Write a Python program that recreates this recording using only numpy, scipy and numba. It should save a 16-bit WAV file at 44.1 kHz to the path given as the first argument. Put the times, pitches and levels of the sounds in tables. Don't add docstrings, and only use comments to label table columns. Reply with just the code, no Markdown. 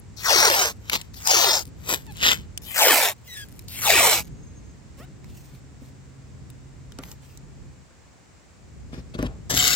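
import sys
import numpy as np
from scipy import signal
from scipy.fft import rfft, irfft, next_fast_len
from scipy.io import wavfile
from scipy.ndimage import map_coordinates
from numba import njit

SR = 44100
rng = np.random.default_rng(int(sys.argv[2]) if len(sys.argv) > 2 else 0)


def persist_wave(psi):
    counts = np.round(np.clip(psi, -1, 1) * 32767).astype(np.int16)
    wavfile.write(sys.argv[1], SR, np.atleast_2d(counts).T)


N = 429975
T = np.arange(N) / SR
TOP_HZ = 15900


def tape_pulls(snaps_per_s=7000, draw_s=0.1802, first_trip_ms=0.11, echo_limit_ms=0.63, surge_width_s=0.057):
    # (start [s], runs free [s], surge [s], stop [s], speed-up [s], braking [s], round-trip growth [ms/s],
    #  body [dB], rasp [dB], fizz [dB], surge [dB], sag [dB/s])
    pulls = [(0.165, 0.232, 0.45, 0.73, 0.09, 0.086, 20.1, -24.5, -21.5, -24.5, 4, 6.5),
             (1.136, 1.25, 1.42, 1.641, 0.057, 0.1, 24.2, -28, -19, -28, 4, 10),
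             (2.617, 2.74, 2.92, 3.14, 0.091, 0.079, 13.5, -22, -19.5, -23, 5, 16),
             (3.678, 3.813, 4.06, 4.235, 0.1, 0.089, 16.4, -24.5, -17, -23.5, 6, 15)]
    # (frequency [Hz], relative level [dB])
    spectra = [
        [(150, -43), (250, -11), (444, 2), (775, 3.5), (2710, 1.5), (5540, 2), (8850, -20.5), (10400, -24),
         (11900, -17.5), (13700, -23), (14900, -24), (16000, -19.5)],
        [(150, -57), (320, -8.5), (501, -4), (875, 0.5), (1080, -6), (2530, -11.5), (5160, -5), (6590, -7),
         (10200, -28.5), (11900, -6), (13900, -24), (16000, -11.5)],
        [(150, -53), (250, -20), (528, -7.5), (802, -4), (1280, -15), (2240, -5), (2910, -7), (8700, -16),
         (10400, -18), (12100, -11), (13700, -19.5), (16000, -19.5)],
        [(150, -60), (250, -8.5), (468, 2), (831, 3.5), (1610, -8.5), (2360, -1.5), (3060, -4.5), (7980, -11),
         (10400, -17.5), (11900, -8), (13700, -19), (16000, -18)],
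    ]
    speed_powers, surge_shares = (1.29, 1.31, 0.93), (0.9, 0.1, 0.55)
    out = np.zeros((2, N))
    for pull, spectrum in zip(pulls, spectra):
        start, free, surge_s, stop, rise_s, brake_s, growth_ms_per_s, *levels_db, peak_db, sag_db_per_s = pull
        t = span(start, stop)
        creep = 0.025 + 0.095 * ramp(t, start, free - start)
        speed = (creep + (1 - creep) * ramp(t, free, rise_s)) * (1 - ramp(t, stop - brake_s, brake_s))
        drawn_s = np.cumsum(creep + (1 - creep) * ramp(t, free, draw_s)) / SR
        trip_ms = first_trip_ms + growth_ms_per_s * drawn_s
        echo_ms = echo_limit_ms * np.tanh(0.9 * trip_ms / echo_limit_ms)
        trip_ms *= 1 + 0.035 * walk(len(t), 60)
        glue = snaps(len(t), snaps_per_s, spread_db=2.5) * undb(0.27 * walk(len(t), 170))
        damp_hz = 800 + 0.41 * 1000 / trip_ms
        pole = np.exp(-2 * np.pi * damp_hz / SR)
        trip_samples = trip_ms * SR / 1000 - pole / (1 - pole)
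        strip = strip_ring(glue, trip_samples, pole, feedback=0.74)
        strip = band(strip - 0.079 * delay(strip, echo_ms), 190, "high", order=1)
        surge_db = peak_db * np.exp(-((t - surge_s) / surge_width_s) ** 2)
        sag_db = sag_db_per_s * np.maximum(t - free, 0)
        gains = [speed ** power * undb(db + share * surge_db - sag_db)
                 for db, power, share in zip(levels_db, speed_powers, surge_shares)]
        add(out, start, mix_bands(colour(ports(strip, t), spectrum), gains))
    return out


@njit
def strip_ring(x, trip_samples, pole, feedback):
    y, dulled = x.copy(), 0.
    for i in range(len(x)):
        at = i - trip_samples[i]
        if at >= 0 and trip_samples[i] > 1:
            k = int(at)
            returned = y[k] + (at - k) * (y[k + 1] - y[k])
            dulled += (1 - pole[i]) * (returned - dulled)
            y[i] -= feedback * dulled
    return y


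def tape_tears(snaps_per_s=6500, bunch_hz=190, edge_s=0.00772, straggle_s=0.033, straggle_share=0.24):
    # (time [s], length [s], body [dB], rasp [dB], fizz [dB])
    tears = [(0.93, 0.027, -34, -27.5, -31), (1.895, 0.05, -32, -30.5, -27),
             (2.234, 0.094, -35.5, -21, -31.5), (7.036, 0.091, -58.5, -60, -55.5)]
    # (frequency [Hz], relative level [dB])
    spectrum = [(88, -25), (150, -6.5), (494, -1.5), (578, -4.5), (998, -0.5), (1210, -7.5), (1720, -9),
                (1900, -7), (3620, -6.5), (7180, -17), (10200, -43), (11900, -16), (13700, -42),
                (16000, -23.5)]
    out = np.zeros((2, N))
    for start, length, *levels_db in tears:
        t = span(start - 4 * straggle_s, start + length + 4 * straggle_s)
        outside_s = np.abs(t - np.clip(t, start, start + length))
        effort = (1 - straggle_share) * np.exp(-outside_s / edge_s)
        effort += straggle_share * np.exp(-outside_s / straggle_s)
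        bunch_phase = np.cumsum(bunch_hz * (1 + 0.25 * walk(len(t), 80))) / SR % 1
        fibres = snaps(len(t), snaps_per_s, spread_db=2.3) * (0.24 + np.exp(-bunch_phase / 0.3))
        rip = colour(ports(fibres, t, scatter_db=-2.5), spectrum)
        add(out, t[0], mix_bands(rip, [effort * undb(db) for db in levels_db]))
    return out


def drill(start_s=9.495, spin_up_s=0.02, bite_s=0.085, lip_hz=48, gear_hz=740, sag_hz_per_s=111):
    # (frequency [Hz], relative level [dB])
    spectrum = [(35, -36.5), (60, 0), (133, -3), (666, -10), (732, -5.5), (862, -10), (968, -7),
                (2580, -10.5), (3040, -5), (4120, -6.5), (7230, -11), (10000, -35.5), (11500, -18.5),
                (13900, -36), (16000, -24)]
    # (time [s], pitch [Hz], level [dB], half width [s])
    catches = [(9.6, 3160, -13, 0.0059), (9.601, 7270, -14, 0.0049), (9.578, 11480, -18.5, 0.0026),
               (9.653, 3810, -30, 0.0074), (9.695, 3000, -34, .01), (9.725, 2660, -26, 0.0062)]
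    levels_db, bite_powers = (-35.5, -24.5, -26.5), (0.21, 1.1, 1.6)
    t = span(start_s, T[-1])
    age, bite = t - start_s, ramp(t, start_s, bite_s)
    jolt = undb(-2.5) * np.exp(-((age - 0.012) / 0.0083) ** 2)
    throb_db = 1.5 * np.sin(2 * np.pi * lip_hz * t)
    chips = snaps(len(t), 9000, spread_db=3) * undb(throb_db + walk(len(t), 282))
    gains = [undb(db) * (bite ** power + jolt) for db, power in zip(levels_db, bite_powers)]
    cut = mix_bands(colour(ports(chips, t, scatter_s=0.0031, sway_hz=6.1), spectrum), gains)
    for s, hz, db, width_s in catches:
        squeal = np.sin(2 * np.pi * np.cumsum(hz * (1 + 0.038 * walk(len(t), 1500))) / SR)
        cut += ports(squeal * undb(db) * np.exp(-((t - s) / width_s) ** 2), t)
    whine_hz = gear_hz * (1 - np.exp(-age / spin_up_s)) - sag_hz_per_s * age
    out = tone(t, whine_hz, bite * undb(-36.5), jitter=0.015, flutter_db=3.5, db_per_oct=-2.5, count=4)
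    add(out, start_s, cut)
    return out


def roof_bumps(crunch_gain=1.53, crunch_s=0.054):
    # (time [s], peak [dB], hardness [Hz])
    blows = [(1.67, -33, 140), (4.202, -31, 148), (4.39, -41.5, 169), (4.999, -33.5, 600),
             (5.532, -35, 130), (5.819, -34, 304), (6.988, -28.5, 900), (8.931, -25.5, 510),
             (8.977, -26.5, 198), (9.15, -21.5, 486), (9.189, -15.5, 700), (9.228, -12, 480),
             (9.25, -16.5, 90), (9.506, -21.5, 700), (9.535, -20.5, 350), (9.572, -23, 150)]
    # (frequency [Hz], relative level [dB], t60 [s])
    modes = [(54.7, -6, 0.34), (75, -14, 0.22), (127.4, 1.5, 0.17), (140, -9.5, 0.23), (173.4, 0, 0.076),
             (249, 2, 0.12), (283, -0.5, 0.13), (365.3, -2.5, 0.13), (434, -4.5, 0.094), (520, -5.5, 0.13),
             (588, -5, 0.088), (830, -35, .06), (1090, -6, 0.088), (1366, -1, 0.047)]
    out, age = np.zeros((2, N)), T[:SR // 3]
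    for s, db, hardness_hz in blows:
        ring = np.zeros(len(age))
        for hz, mode_db, t60 in modes:
            envelope = rng.choice([-1, 1]) * undb(mode_db + 2 * rng.standard_normal() - 60 * age / t60)
            ring += envelope * np.sin(2 * np.pi * hz * (1 + 0.041 * rng.standard_normal()) * age)
        crunch = crunch_gain * rng.standard_normal(len(age)) * np.exp(-age / crunch_s)
        boom = band(ring + crunch, 1.3 * hardness_hz, "low")
        add(out, s, ports(boom, s + age) * undb(db) / np.abs(boom).max())
    return out


def ticks(decay_s=0.00073, gain_db=2):
    # (time [s], peak before gain_db [dB], brightness [Hz])
    cracks = [(0.8974, -17, 2900), (0.9296, -26, 3110), (0.9537, -19, 4350), (1.0136, -30, 4730),
              (1.142, -36, 4300), (1.2728, -11.5, 5300), (2.204, -30, 3570), (2.2267, -25, 3520),
              (2.5758, -23.5, 6100), (3.5925, -33, 6000), (3.684, -33, 7320), (5.2435, -42.5, 1660),
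              (6.5014, -38.5, 8940), (6.9205, -40.5, 2970), (6.987, -28, 1560), (7.036, -32.5, 2000),
              (7.1154, -32.5, 6500), (7.3738, -38, 6040), (8.931, -46, 1500), (9.189, -40, 1300),
              (9.2268, -29, 2500), (9.504, -36, 6950), (9.5746, -11, 3250), (9.678, -10, 7020)]
    out, age = np.zeros((2, N)), T[:SR // 16]
    for s, db, hz in cracks:
        crack = rng.standard_normal(len(age)) * np.exp(-age / decay_s)
        pair = ports(band(crack, [hz / 1.9, hz * 1.24], "band", order=1), s + age, scatter_db=5)
        add(out, s, pair * undb(db + gain_db) / np.abs(pair.mean(axis=0)).max())
    return out


def squeaks():
    # (time [s], length [s], first pitch [Hz], last pitch [Hz], level [dB])
    glides = [(2.065, 0.06, 950, 780, -46), (3.276, 0.11, 2010, 1834, -42.5),
              (3.345, 0.1, 1760, 1617, -37.5), (4.977, 0.08, 506, 783, -50)]
    return sum(glide(row, jitter=0.036, flutter_db=2.5, db_per_oct=-5, count=5) for row in glides)


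def bit_skates():
    # (time [s], length [s], level [dB])
    skates = [(8.918, 0.098, -52.5), (9.138, 0.027, -44.5), (9.18, 0.095, -37)]
    # (frequency [Hz], relative level [dB])
    spectrum = [(240, -34), (400, -16), (504, -12.5), (553, -14), (1420, -18), (4240, -23), (16000, -50)]
    return slides(skates, spectrum, uneven_db=7)


def palm_rubs():
    # (time [s], length [s], level [dB])
    rubs = [(3.24, 0.23, -48), (4.97, 0.083, -55.5), (5.24, 0.37, -59), (5.8, 0.12, -60.5),
            (7.21, 0.16, -57)]
    # (frequency [Hz], relative level [dB])
    spectrum = [(590, -59), (1000, -28), (1690, -19), (2650, -9.5), (3420, -13), (8450, -14.5),
                (10100, -20), (16000, -17.5)]
    return slides(rubs, spectrum, uneven_db=5)


def tape_crinkles(snaps_per_s=1200, uneven_db=3):
    # (time [s], length [s], level [dB])
    crinkles = [(0.678, 0.1, -53), (1.602, 0.1, -55.5), (1.991, 0.43, -52.5), (3.098, 1, -59.5),
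                (4.17, 0.12, -56.5)]
    out = np.zeros((2, N))
    for start, length, db in crinkles:
        t, gain = stroke(start, length)
        crackles = band(snaps(len(t), snaps_per_s, spread_db=6.5), [2500, 13000], "band", order=1)
        add(out, start, unit(ports(crackles, t)) * gain * undb(db + uneven_db * walk(len(t), 19.4)))
    return out


def outdoors(rumble_gain_db=3, air_db=-56.5, shrill_db=-71):
    # (time [s], level before rumble_gain_db [dB])
    rumble_levels = [(0, -47), (0.55, -46), (1.1, -49), (2.36, -41), (3.0, -55.5), (3.5, -47.5),
                     (4.15, -40.5), (4.85, -47.5), (5.3, -46), (6.1, -48.5), (7.66, -46), (7.87, -54.5),
                     (8.35, -59.5), (8.85, -46), (9.75, -43)]
    # (frequency [Hz], relative level [dB])
    rumble_spectrum = [(21, -37.5), (35, -2), (59, 2), (97, 0), (134, -4.5), (166, -5), (255, -11.5),
                       (280, -13.5), (440, -19.5), (600, -31), (780, -54), (1320, -120)]
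    air_spectrum = [(18, -52.5), (30, -10), (76, -8.5), (384, -6), (415, -7), (497, -5.5), (629, -7.5),
                    (680, -7), (1240, -11.5), (2190, -13), (3230, -19.5), (7430, -17.5), (13900, -47.5),
                    (15000, -37.5)]
    # (time [s], pitch [Hz], level [dB])
    drone_track = [(0, 105.5, -49), (2.1, 108, -58.5), (3.7, 121.7, -55), (4.9, 137.1, -54.5),
                   (6.3, 132.4, -49), (7.75, 135.2, -52.5), (7.9, 134, -69.5)]
    # (time [s], length [s], first pitch [Hz], last pitch [Hz], level [dB])
    whistle_glide = (4.22, 0.58, 6560, 6440, -66)
    rumble_db, = curves(rumble_levels, T)
    rumble = colour(rng.standard_normal(N) + 2 * rng.standard_normal((2, N)), rumble_spectrum)
    air = colour(rng.standard_normal(N) + 2 * rng.standard_normal((2, N)), air_spectrum)
    shrill = unit(band(rng.standard_normal((2, N)), [7150, 7700], "band")) * undb(shrill_db)
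    t = span(0, drone_track[-1][0])
    drone_hz, drone_db = curves(drone_track, t)
    drone = tone(t, drone_hz, undb(drone_db), jitter=0.06, flutter_db=2.5, db_per_oct=-13, count=2)
    whistle = glide(whistle_glide, jitter=0.0214, flutter_db=8, db_per_oct=0, count=1)
    rumble *= undb(rumble_db + rumble_gain_db + 2 * walk(N, 9))
    air *= undb(air_db + 0.33 * walk(N, 5))
    return rumble + air + shrill + drone + whistle


def ports(x, t, scatter_db=-1, scatter_s=0.0023, sway_hz=14, paths=4):
    # (time [s], left lead [ms], treble left minus right [dB])
    bearing = [(0.3, 0.17, 7.5), (0.55, .23, 1), (1.45, 0.21, 5.5), (2.3, 0.24, 3.5), (2.75, 0.15, 4.5),
               (2.95, 0.0022, -1), (3.4, 0.091, 3), (3.87, 0.062, 3.5), (4.1, 0.026, -0.5),
               (7.4, -0.034, 0), (8.9, 0.22, 4), (9.75, 0.25, 4.5)]
    lead_ms, pan_db = curves(bearing, t)
    age, treble = T[:SR // 40], band(x, 1500, "high")
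    pair = np.array([x, delay(x, lead_ms)])
    for port in pair:
        echoes = rng.standard_normal((paths, len(age))) * np.exp(-age / scatter_s)
        echoes /= np.linalg.norm(echoes, axis=1, keepdims=True)
        shares = np.array([walk(len(t), sway_hz) for _ in range(paths)])
        shares /= np.linalg.norm(shares, axis=0)
        scattered = signal.fftconvolve(treble[None], echoes, axes=1)[:, :len(t)]
        port += undb(scatter_db) * np.sum(shares * scattered, axis=0)
    bass = band(pair, 900, "low", order=1)
    side_db = np.array([pan_db, -pan_db]) / 2
    return bass * undb(0.5 * side_db) + (pair - bass) * undb(side_db)


def mix_bands(pair, gains, body_hz=1500, fizz_hz=8000):
    body = band(pair, body_hz, "low", order=4)
    rasp = band(pair, [body_hz, fizz_hz], "band", order=4)
    fizz = band(pair, fizz_hz, "high", order=4)
    return sum(gain * part / np.std(part.mean(axis=0)) for part, gain in zip((body, rasp, fizz), gains))


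def snaps(size, per_s, spread_db):
    sizes = undb(spread_db * np.minimum(rng.exponential(size=size), 4))
    return unit((rng.random(size) < per_s / SR) * sizes * rng.standard_normal(size))


def slides(rows, spectrum, uneven_db):
    out = np.zeros((2, N))
    for start, length, db in rows:
        t, gain = stroke(start, length)
        hiss = colour(ports(rng.standard_normal(len(t)), t), spectrum)
        add(out, start, hiss * gain * undb(db + uneven_db * walk(len(t), 81)))
    return out


def glide(row, **timbre):
    start, length, first_hz, last_hz, db = row
    t, gain = stroke(start, length)
    return tone(t, np.linspace(first_hz, last_hz, len(t)), gain * undb(db), **timbre)


def tone(t, hz, gain, jitter, flutter_db, db_per_oct, count):
    out = np.zeros((2, N))
    phase = 2 * np.pi * np.cumsum(hz * (1 + jitter * walk(len(t), 600))) / SR
    harmonics = [k for k in range(1, count + 1) if k * hz.max() < TOP_HZ]
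    stack = sum(undb(db_per_oct * np.log2(k)) * np.sin(k * phase) for k in harmonics)
    add(out, t[0], unit(ports(stack, t)) * gain * undb(flutter_db * walk(len(t), 55)))
    return out


def stroke(start, length):
    t = span(start, start + length)
    return t, np.abs(np.sin(np.pi * ramp(t, start, length))) ** 0.46


def colour(x, spectrum):
    hz, db = np.transpose(spectrum)
    size = next_fast_len(x.shape[-1])
    bins_hz = np.maximum(np.arange(size // 2 + 1) * SR / size, 1)
    gain = undb(np.interp(np.log(bins_hz), np.log(hz), db))
    return unit(irfft(rfft(x, size) * gain, size)[..., :x.shape[-1]])


def band(x, hz, kind, order=2):
    return signal.sosfilt(signal.butter(order, np.minimum(hz, 0.45 * SR), kind, fs=SR, output="sos"), x)


def walk(size, rate_hz):
    position = np.arange(size) * rate_hz / SR
    count = int(position[-1]) + 2
    return 0.73 * np.interp(position, np.arange(count), rng.standard_normal(count))


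def delay(x, ms):
    return map_coordinates(x, [np.arange(len(x)) - ms * SR / 1000], order=3)


def curves(rows, t):
    s, *columns = np.transpose(rows)
    return [np.interp(t, s, column) for column in columns]


def ramp(t, start, length):
    return np.clip((t - start) / length, 0, 1)


def span(start, stop):
    return T[(T >= start) & (T <= stop)]


def add(out, s, x):
    i = max(int(round(s * SR)), 0)
    out[..., i:i + x.shape[-1]] += x[..., :N - i]


def undb(db):
    return 10 ** (np.asarray(db) / 20)


def unit(x):
    return x / np.sqrt(np.mean(x ** 2) + 1e-18)


def scene():
    friction = squeaks() + palm_rubs() + bit_skates()
    tape = tape_pulls() + tape_tears() + tape_crinkles()
    return friction + tape + ticks() + roof_bumps() + drill() + outdoors()


def record(dry):
    # (centre [Hz], half width [Hz], gain [dB])
    ducts = [(10380, 320, -11), (12000, 3600, 2.5), (13900, 380, -17.5), (15000, 600, 6.5)]
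    bins_hz = np.arange(N // 2 + 1) * SR / N
    gain = undb(sum(db * np.exp(-((bins_hz - hz) / width_hz) ** 2) for hz, width_hz, db in ducts))
    ducted = irfft(rfft(band(dry, 48, "high", order=4)) * gain, N)
    return signal.sosfilt(signal.ellip(10, 0.2, 70, TOP_HZ, fs=SR, output="sos"), np.tanh(ducted))


dry = scene()
out = record(dry)
persist_wave(out)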